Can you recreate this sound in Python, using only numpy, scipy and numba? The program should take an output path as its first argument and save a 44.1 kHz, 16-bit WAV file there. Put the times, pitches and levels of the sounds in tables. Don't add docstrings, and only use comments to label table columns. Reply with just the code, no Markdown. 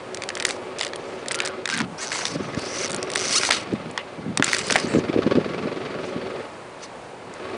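import sys
import numpy as np
from scipy import signal
from scipy.fft import rfft, irfft
from scipy.io import wavfile
from scipy.ndimage import uniform_filter1d
from numba import njit

SR = 44100
rng = np.random.default_rng(int(sys.argv[2]) if len(sys.argv) > 2 else 0)


def wav_out(sig):
    wavfile.write(sys.argv[1], SR, np.round(np.clip(np.atleast_2d(sig).T, -1, 1) * 32767).astype(np.int16))


N = 333820
T = np.arange(N) / SR

# time in seconds, level in dB (energy spread over about 4 ms), nominal pitch in Hz.
SNAPS = [(0.1463, -26.5, 6000), (0.1722, -31, 3480), (0.2211, -26.5, 3360), (0.2366, -26.5, 3570),
         (0.2899, -22.5, 4500), (0.303, -26, 1710), (0.353, -27, 4500), (0.3703, -26, 1670),
         (0.375, -33.5, 4500), (.385, -38.5, 2600), (0.4, -23, 3440), (0.4054, -26.5, 2080),
         (0.4245, -23, 2960), (0.4505, -20, 4500), (0.452, -13.5, 4470), (0.494, -33, 3360),
         (0.5078, -22.5, 3500), (.7863, -28, 5650), (0.7936, -27.5, 3800), (0.803, -31.5, 4700),
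         (0.8112, -18, 2860), (0.8235, -30.5, 4300), (0.832, -23.5, 3080), (0.8368, -29, 3300),
         (.849, -26.5, 3700), (0.867, -26.5, 3110), (0.9343, -27, 2000), (0.959, -31, 4460),
         (1.26, -32.5, 2650), (1.284, -22.5, 5160), (1.293, -42, 3200), (1.311, -22, 1920),
         (1.315, -23.5, 3520), (1.3194, -24, 5820), (1.3305, -36.5, 3600), (1.3446, -22, 3670),
         (1.3504, -25.5, 5000), (1.357, -27, 6480), (1.389, -26.5, 2950), (1.403, -16, 2686),
         (1.4199, -30, 3520), (1.432, -39, 2500), (1.4411, -49.5, 3600), (1.4505, -26, 3600),
         (1.457, -25.5, 6200), (1.4616, -25.5, 3346), (1.4751, -24, 3140), (1.6563, -19, 2836),
         (1.6762, -24.5, 2900), (1.69, -22.5, 2650), (1.7, -21.5, 2974), (1.7066, -30.5, 3200),
         (1.7126, -27, 3280), (1.7177, -33, 3500), (1.7249, -27, 2380), (1.7322, -31.5, 3270),
         (1.7397, -23, 3100), (1.7456, -26, 3300), (1.753, -28.5, 2900), (1.7654, -28.5, 2580),
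         (1.7767, -29, 2196), (1.7843, -34.5, 1800), (1.797, -33, 1490), (1.8034, -20, 2610),
         (1.8085, -29.5, 2900), (2.1189, -23.5, 2258), (2.1283, -30, 2796), (2.254, -18, 2997),
         (2.2669, -25.5, 3775), (2.281, -28.5, 4500), (2.5476, -29.5, 2396), (2.594, -35, 5531),
         (2.8605, -34.5, 5400), (2.8812, -33, 5397), (2.8973, -31.5, 5403), (2.9064, -29, 5403),
         (2.9178, -27.5, 5310), (2.9304, -29, 5200), (2.946, -25, 5092), (2.9633, -28, 5060),
         (3.029, -24, 3990), (3.1014, -27, 3823), (3.1173, -30, 4500), (3.136, -26.5, 4321),
         (3.153, -27, 4819), (3.158, -15.5, 3370), (3.193, -29.5, 4206), (3.3389, -28, 3830),
         (3.4337, -18, 2200), (3.451, -21, 3600), (3.49, -18.5, 1100), (3.5049, -18.5, 1520),
         (3.5084, -11.5, 3096), (3.5106, -16, 2599), (3.521, -16, 3020), (3.529, -29.5, 3500),
         (3.735, -41.5, 3410), (3.912, -41, 7533), (3.977, -18.5, 1960), (4.3742, -15, 3492),
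         (4.3977, -22.5, 1835), (4.4248, -8, 1956), (4.4438, -15.5, 4693), (4.48, -23, 3190),
         (4.5155, -30, 2192), (4.5321, -12, 2760), (4.5469, -18, 3545), (4.612, -33, 2223),
         (4.6997, -32, 2007), (4.701, -18, 994), (4.7075, -16, 3600), (4.7218, -19.5, 4514),
         (4.725, -16, 3908), (4.7571, -10, 1104), (4.7616, -13, 2938), (4.768, -25.5, 1298),
         (4.9387, -25.5, 1600), (5.354, -31.5, 2200), (7.339, -41, 5416)]
# start in seconds, end in seconds, typical level in dB, typical nominal pitch in Hz.
FLURRIES = [(0.462, 0.502, -27, 3600), (0.814, 0.89, -37, 2600), (1.411, 1.491, -32.5, 2810),
            (1.703, 1.753, -44, 4020), (1.764, 1.815, -26.5, 2000), (2.107, 2.24, -29.5, 2220),
            (3.44, 3.482, -30, 3600), (4.46, 4.59, -26, 3280), (4.66, 4.70, -30.5, 3400),
            (4.735, 4.80, -24.5, 3200)]
FOLDS_PER_S, FOLD_SPREAD_DB, FOLD_SPREAD_OCTAVES = 86, 1.5, 0.6
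# frequency in Hz, gain in dB.
WALL_COLOUR = [(150, -25.5), (450, -8), (800, 1), (1250, -2.5), (1800, 2), (2900, -5.5), (3500, -2.5),
               (4100, -4), (4700, -1), (6100, -2.5), (7000, -0.5), (10000, 3.5)]
FLIP_SAMPLE = 88
SHELL_HZ, SHELL_RING_S, SHELL_DB, SHELL_AT_DB = 1997, 0.000263, -3, -10.5

# start, hardest moment and end in seconds, swell in dB from the ends to the hardest moment,
# nominal slips per second in Hz at the start, at the hardest and at the end, body level in dB, treble level in dB
# (both at the hardest), large panel in Hz, its gain in dB, small panel in Hz, its gain in dB.
TWISTS = [(0.462, 0.486, 0.57, 8.2, 200, 500.5, 300.3, -47.5, -36, 2460, 5, 4450, -23),
          (0.782, 0.833, 0.876, 9.8, 128.5, 295.9, 128.3, -36, -49, 2300, -7.5, 3680, 20.5),
          (1.001, 1.1, 1.22, 6.8, 400, 501.4, 401.1, -62.5, -52, 2190, -0.5, 7530, 7.5),
          (1.305, 1.448, 1.53, 4.9, 100.1, 248.4, 99.97, -36, -62.5, 1614, 22.5, 3400, 5.5),
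          (1.696, 1.744, 1.85, 10, 300.2, 401.2, 200.2, -28, -44, 1743, 13, 4320, 0),
          (1.979, 2.025, 2.104, 13.16, 352, 299.9, 90.7, -31, -27.5, 1972, 5, 7990, 5),
          (2.1, 2.128, 2.36, 13.37, 220.3, 321.2, 448.3, -31.5, -27, 2176, -1.5, 7600, 2.5),
          (2.348, 2.439, 2.6, 5.67, 396.9, 548.8, 445.5, -42.5, -48.5, 1239, 14, 6009, -1),
          (2.57, 2.833, 2.84, 13.48, 480, 219.4, 199.9, -33.5, -28.5, 2243, 4, 6580, 4),
          (2.834, 2.842, 2.88, 6.6, 190, 170, 99.92, -30.5, -28.5, 2244, 6, 6300, 8),
          (2.974, 3.051, 3.155, 3.1, 80.17, 109.8, 79.83, -47.5, -51, 2145, 1.5, 6107, 12.5),
          (3.165, 3.289, 3.31, 1.954, 129.9, 230.3, 270.7, -33, -26.5, 2174, -5.5, 6092, 2),
          (3.307, 3.331, 3.337, 2.173, 280, 480.5, 602.5, -30.5, -21.5, 2217, -5, 4973, -9.5),
          (3.337, 3.38, 3.385, 3.4, 1049, 1496, 1479, -25, -16, 2824, -4.5, 5003, -13),
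          (3.385, 3.452, 3.495, 2.9, 351.3, 478.4, 344.9, -29.5, -24.5, 2310, 0, 4000, -28),
          (3.515, 3.528, 3.64, 23.27, 500, 759, 301.1, -20.5, -21.5, 1588, -15, 4340, -2),
          (3.982, 3.986, 4.018, 6.7, 302, 500, 298.7, -33.5, -56.5, 2387, 7.5, 2980, 11),
          (4.436, 4.479, 4.625, 5.9, 603, 751.3, 552.2, -29, -30, 2510, -5.5, 5202, -12),
          (4.592, 4.599, 4.7, 3.9, 500, 450.5, 399.4, -50.5, -44.5, 2400, 3.5, 7980, 17),
          (4.633, 4.75, 4.86, 6.8, 400, 645.4, 400.6, -32, -32.5, 1901, -18, 5521, 0),
          (4.871, 4.9, 4.997, 7, 249.7, 482, 250.2, -35, -37.5, 1947, 7.5, 8410, 11),
          (6.009, 6.059, 6.12, 8.4, 300, 453.3, 296.6, -50.5, -46, 2183, 1, 6760, 0.5),
          (6.797, 6.837, 6.87, 18.6, 150, 600, 151.8, -39, -37, 1489, -13.5, 6550, 0)]
# frequency in Hz, gain in dB.
RUB_COLOUR = [(300, -24), (850, -7), (1300, 6), (2200, 3), (2900, 1), (3600, 1), (4300, 1), (5800, 0),
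              (7000, -4.5), (10000, -6)]
SLIP_JITTER_DB, SLIP_RING_S = 1.3, .002
BEND_DB_PER_DB = 0.2728

# start in seconds, peak of the swell in dB, pitch in Hz.
BUMPS = [(1.925, -26.5, 178), (2.358, -13, 253.1), (2.405, -16.5, 268.9), (2.573, -11.5, 200),
         (3.508, -23, 451), (3.727, -16, 322), (3.736, -10.5, 253), (4.195, -23.5, 171.3),
         (4.261, -20, 266), (4.397, -9.5, 253.4), (4.405, -13, 280.8), (4.478, -23, 229),
         (4.711, -14.5, 560), (4.757, -20, 549.8), (4.844, -12, 295.9), (4.937, -10.5, 253.8),
         (4.948, -7.5, 298.6), (4.956, -11, 400), (4.964, -8, 260), (4.971, -8, 270), (4.985, -6.5, 296.1),
         (5.096, -9, 326.6), (5.139, -16.5, 401), (5.161, -6.5, 321), (5.173, -12.5, 470),
         (5.189, -4.5, 386), (5.263, -6.5, 268), (5.274, -11.5, 324), (5.311, -12.5, 300),
         (5.319, -8.5, 433), (5.353, -10, 301), (5.358, -8, 293), (5.373, -3.5, 314), (5.383, -6, 403),
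         (5.46, -11.5, 376), (5.656, -15.5, 242), (5.674, -14.5, 364), (6.161, -14, 260)]
# peak time in seconds, time to die down by 1 / e in seconds, level at the peak in dB.
HANDS = [(1.82, 0.071, -29), (1.935, 0.02575, -41), (2.39, 0.068, -28.5), (2.5, 0.041, -31.5),
         (2.95, 0.1085, -37.5), (3.75, 0.0664, -29.5), (3.87, 0.0367, -34), (4.197, 0.019, -30),
         (4.29, 0.0403, -27), (4.41, 0.0504, -31), (4.72, 0.0826, -33), (4.95, 0.0958, -28),
         (5.35, 0.1926, -28.5), (5.72, 0.254, -32.5), (6.18, 0.098, -38.5), (7.269, 0.09, -43.5)]
HAND_RISE_SHARE = 0.965
# frequency in Hz, gain in dB.
RUMBLE_COLOUR = [(30, -38.5), (70, -22.5), (130, -4), (210, 0), (350, -8.0), (550, -25.5), (900, -28.0), (3000, -57)]
# frequency in Hz, gain in dB.
SHUDDER_COLOUR = [(25, -18), (100, -17.5), (220, -4.5), (380, -0.5), (560, -0.5), (750, -23.5),
                  (1100, -36.5), (3000, -70.5)]
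SHUDDER_DB, SHUDDER_S = -16, 0.0087

# time in seconds, reference level in dB, hollow drone in dB over that reference.
FLUTTER = [(0, -37, 1.5), (.5, -35.5, 1.5), (1.6, -34, 1.5), (1.75, -48.5, 7.5), (2.0, -39.5, -1.5),
           (2.4, -32.5, -5.5), (3.1, -30.5, -1), (3.6, -31, -8), (3.95, -36, -6.5), (4.3, -38, -5.5),
           (4.8, -32, 2.5), (5.2, -28, -4.5), (5.7, -30.5, -0.5), (6.4, -33, 3.5), (6.52, -39, -7.5),
           (7.2, -41.5, -2.5), (7.4, -34.5, -3), (7.57, -30.5, 0)]
# time in seconds, beats per second in Hz.
PACE = [(0, 22.15), (1, 21.95), (2, 21.9), (2.6, 22.45), (3.6, 21.85), (4.8, 21.73), (5.4, 22.25),
        (6.3, 22), (7.57, 21.9)]
# centre in Hz, width of the first filter in Hz, gain in dB.
HOLLOW = [(244.08, 4.4, 1), (372.85, 19.05, 5.5), (436.57, 8, 5), (474.3, 52, -3.5), (560, 62.5, -1)]
# frequency in Hz, gain in dB.
RASP_COLOUR = [(400, -14), (750, -1.5), (950, -4.5), (1250, 1), (1700, -1.5), (2300, -3), (3000, -5.5),
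               (4300, -9.5), (5400, -15.5), (7000, -25.5), (10000, -39)]
# centre in Hz, width in Hz, typical gain in dB.
RASP_MODES = [(1128.4, 19.3, 8), (1259, 27.9, 2), (1386, 61, -9), (1705, 55, -5.5), (2080, 74, -4),
              (2300, 20, 1.5), (2528, 120, -7), (3600, 43, -20), (4500, 160, -6.5)]
# frequency in Hz, gain in dB.
UNDER_COLOUR = [(40, -39.5), (100, -0.5), (170, -4.5), (300, 3.0), (600, 0.5), (900, -11.0), (3000, -42.0)]
BEAT_DEPTH_DB, BEAT_AT_DB = 6.5, -30.5
STROKE_AT_TURN, SECOND_STROKE_S, SECOND_STROKE_DB = .76, .0095, -3
STROKE_RISE_S, STROKE_FALL_S = 0.0014, 0.00793

# frequency in Hz, gain in dB.
AIR_COLOUR = [(15, -53.5), (25, -25), (118, -13.5), (148, -9.5), (257, -14.5), (307, -13), (414, -23.5),
              (447, -7.5), (719, -6.5), (775, -8.5), (857, -6), (1280, -14.5), (4600, -31), (10000, -32.5),
              (13000, -64.5), (22000, -120)]
AIR_DB = -41.5

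TOP_HZ, CEILING, CLIP_TOP_HZ = 9950, .72, 15800
# frequency in Hz, gain in dB.
SPIT_COLOUR = [(9900, 0), (10600, -8)]


def snaps(max_folds=20):
    out = np.zeros(N)
    for s, db, hz in SNAPS:
        add(out, s - FLIP_SAMPLE / SR, fold(hz, db))
    for start, end, db, hz in FLURRIES:
        for k in range(max_folds):
            s = start + (k + rng.random()) / FOLDS_PER_S
            strength, pitch = rng.standard_normal(2)
            sound = fold(hz * 2 ** (FOLD_SPREAD_OCTAVES * pitch), db + FOLD_SPREAD_DB * strength)
            if s < end:
                add(out, s, sound)
    return out


def fold(hz, db, level_samples=190):
    flip = colour(crack(ring=1.5, ring_s=.0017, give_s=.0004), WALL_COLOUR)
    sound = band(flip, 0.981 * hz, 1.0 * hz)
    upper_hz = hz * rng.uniform(1.25, 2.923)
    sound = sound + undb(-4) * band(flip, 0.704 * hz, 240)
    sound = sound + undb(-5.5) * band(flip, upper_hz, 990)
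    sound = signal.lfilter(*signal.butter(2, min(1.825 * hz, SR / 3), fs=SR), sound)
    t = np.maximum(np.arange(len(sound)) - FLIP_SAMPLE, 0) / SR
    shell_hz = SHELL_HZ * undb(.8 * rng.standard_normal())
    shell = np.sin(2 * np.pi * shell_hz * t) * t * np.exp(-t / SHELL_RING_S)
    shell_db = SHELL_DB + 1.09 * (db - SHELL_AT_DB)
    sound = unit(sound) + undb(shell_db) * unit(shell)
    return undb(db) * sound / np.sqrt(np.sum(sound ** 2) / level_samples)


def crack(ring, ring_s, give_s, count=700):
    t = (np.arange(count) - FLIP_SAMPLE) / SR
    tail = rng.standard_normal(count) * np.exp(-np.abs(t) / np.where(t < 0, give_s, ring_s))
    return (t == 0) + ring * tail / np.linalg.norm(tail)


def creak(order=3):
    rub = colour(slipping(slip_rate()), RUB_COLOUR)
    rub = rub + undb(-5) * sweep(rub, 3000 * undb(1.44 * walk(40)), 1400.0)
    tension = undb(0.22 * walk(18))
    low, high = (signal.butter(order, 3800, kind, fs=SR, output="sos") for kind in ("low", "high"))
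    out = np.zeros(N)
    for (start, hardest, end, swell_db, _, _, _, body_db, treble_db,
         large_hz, large_db, small_hz, small_db) in TWISTS:
        grip = np.clip(np.minimum(T - start, end - T) / 0.0038 + .5, 0, 1)
        on = grip > 0
        push = force(start, hardest, end, swell_db)[on]
        x = rub[on]
        bend = tension[on] * push ** BEND_DB_PER_DB
        x = x + undb(large_db) * sweep(x, large_hz * bend, 130.0) + undb(small_db) * sweep(x, small_hz * bend, 880.0)
        body = unit(signal.sosfilt(low, x))
        treble = unit(signal.sosfilt(high, x))
        out[on] += np.sqrt(grip[on]) * push * (undb(body_db) * body + undb(treble_db) * treble)
    return out


def slip_rate():
    slip_hz = np.full(N, 100.)
    for start, hardest, end, _, start_hz, hardest_hz, end_hz, *_ in TWISTS:
        on = (T > start) & (T < end)
        times = [start, np.clip(hardest, start, end), end]
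        slip_hz[on] = np.exp(np.interp(T[on], times, np.log([start_hz, hardest_hz, end_hz])))
    return slip_hz


def force(start, hardest, end, swell_db):
    return undb(np.interp(T, [start, np.clip(hardest, start, end), end], [-swell_db, 0, -swell_db]))


def slipping(slip_hz, patches=4):
    speed = np.clip(slip_hz / 1300, 0, 1)
    loose = 1 - .68 * speed ** 2
    turns = np.cumsum(slip_hz * undb(SLIP_JITTER_DB * loose * walk(300))) / SR
    slips = np.flatnonzero(np.diff(np.floor(turns)))
    size = undb(1.86 * (loose * noise())[slips]) / np.sqrt(slip_hz[slips])
    jump_chance = np.minimum(.5, 130 * np.sqrt(loose[slips]) / slip_hz[slips])
    patch = np.cumsum(rng.random(len(slips)) < jump_chance) % patches
    rub = 0
    for k in range(patches):
        pulses = np.zeros(N)
        pulses[slips] = size * (patch == k)
        rub = rub + signal.oaconvolve(pulses, crack(ring=2.7, ring_s=SLIP_RING_S, give_s=0.00085))[:N]
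    scrape = undb(-6) * np.sqrt(speed * loose) * noise()
    return (unit(rub) + scrape) * undb(1.255 * walk(110))


@njit
def sweep(x, hz, width):
    y, b, low = np.empty(len(x)), 0., 0.
    for i in range(len(x)):
        g, k = np.tan(np.pi * min(hz[i], .4 * SR) / SR), width / hz[i]
        v = (b + g * (x[i] - low)) / (1 + g * (g + k))
        b, low, y[i] = 2 * v - b, low + 2 * g * v, k * v
    return y


def patio(x, wet_db, t60_s):
    t = T[:SR // 3]
    tail = band(rng.standard_normal(len(t)), 1300, 1400) * 1000 ** (-t / t60_s) * (t > .006)
    return x + undb(wet_db) * signal.fftconvolve(x, tail / np.linalg.norm(tail))[:N]


def handling():
    out = np.zeros(N)
    t = T[:SR // 20]
    age = t / 0.000999
    swell = age ** 2 * np.exp(-age)
    for s, db, hz in BUMPS:
        thud = swell / swell.max() * np.sin(2 * np.pi * hz * t + rng.uniform(0, 2 * np.pi))
        add(out, s, undb(db) * thud)
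    moves = [undb(db) * np.exp(-np.maximum((s - T) / HAND_RISE_SHARE, T - s) / fall_s) for s, fall_s, db in HANDS]
    rumble = colour(noise(), RUMBLE_COLOUR)
    out += unit(rumble * undb(2.39 * walk(55))) * np.linalg.norm(moves, axis=0)
    shaking = np.sqrt(sum(undb(db) ** 2 * np.exp(-2 * np.minimum(np.abs(T - s) / SHUDDER_S, 20))
                          for s, db, _ in BUMPS))
    out += undb(SHUDDER_DB) * shaking * unit(colour(noise(), SHUDDER_COLOUR))
    return signal.sosfilt(signal.butter(3, 80, "high", fs=SR, output="sos"), out)


def flutter():
    level_db, drone_db = curves(FLUTTER)
    pace, = curves(PACE)
    turns = np.cumsum(pace) / SR
    age = (turns - STROKE_AT_TURN) % 1 / pace
    depth = undb(BEAT_DEPTH_DB + 2.36 * (level_db - BEAT_AT_DB))
    rasp = colour(noise(), RASP_COLOUR)
    modes = sum(undb(db + 3.66 * walk(22)) * band(rasp, hz, width) for hz, width, db in RASP_MODES)
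    rasp = unit(rasp + modes)
    beat = stroke(age) + undb(SECOND_STROKE_DB) * stroke(age - SECOND_STROKE_S)
    beat = beat * undb(1.75 * walk(60))
    rasp *= (1 + depth * beat) / (1 + 0.2114 * depth) * undb(1.05 * walk(110))
    drone = unit(sum(undb(db) * band(band(noise(), hz, width), hz, 3 * width) for hz, width, db in HOLLOW))
    under = unit(colour(noise(), UNDER_COLOUR))
    throb = undb(2.49 * np.sqrt(depth) * np.cos(2 * np.pi * turns))
    hollow = undb(drone_db - 3.0) * drone + undb(-6.0) * under
    return undb(level_db) * (undb(-8.0) * rasp + throb * hollow)


def stroke(age):
    return np.clip(age / STROKE_RISE_S, 0, 1) * np.exp(-np.maximum(age, 0) / STROKE_FALL_S)


def air():
    return undb(AIR_DB + 1.1 * walk(4.92)) * unit(colour(noise(), AIR_COLOUR))


def undb(db):
    return 10 ** (np.asarray(db) / 20)


def unit(x):
    return x / np.sqrt(np.mean(x ** 2))


def curves(table):
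    s, *columns = np.transpose(table)
    return [np.interp(T, s, c) for c in columns]


def add(out, s, sound):
    i = max(int(s * SR), 0)
    out[i:i + len(sound)] += sound[:N - i]


def band(x, hz, width_hz):
    hz = min(hz, .4 * SR)
    return signal.lfilter(*signal.iirpeak(hz, hz / min(width_hz, SR / 3), fs=SR), x)


def colour(x, spectrum, size=2048):
    hz, db = np.transpose(spectrum)
    gain = undb(np.interp(np.log(np.arange(size // 2 + 1) * SR / size + 1), np.log(hz), db))
    cepstrum = irfft(np.log(gain))[:size // 2]
    cepstrum[1:] *= 2
    return signal.oaconvolve(x, irfft(np.exp(rfft(cepstrum, size))))[:len(x)]


def noise():
    return rng.standard_normal(N)


def walk(rate):
    k = int(SR / rate)
    return unit(uniform_filter1d(np.repeat(rng.standard_normal(N // k + 1), k), k)[:N])


def scene():
    bottle = patio(snaps() + creak(), wet_db=-23.0, t60_s=0.099)
    return (bottle + handling() + flutter() + air())[None]


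def record(dry):
    narrow = signal.sosfilt(signal.ellip(10, .2, 62, TOP_HZ, fs=SR, output="sos"), dry)
    clipped = colour(np.clip(narrow[0], -CEILING, CEILING), SPIT_COLOUR)[None]
    return signal.sosfilt(signal.butter(14, CLIP_TOP_HZ, fs=SR, output="sos"), clipped)


dry = scene()
out = record(dry)
wav_out(out)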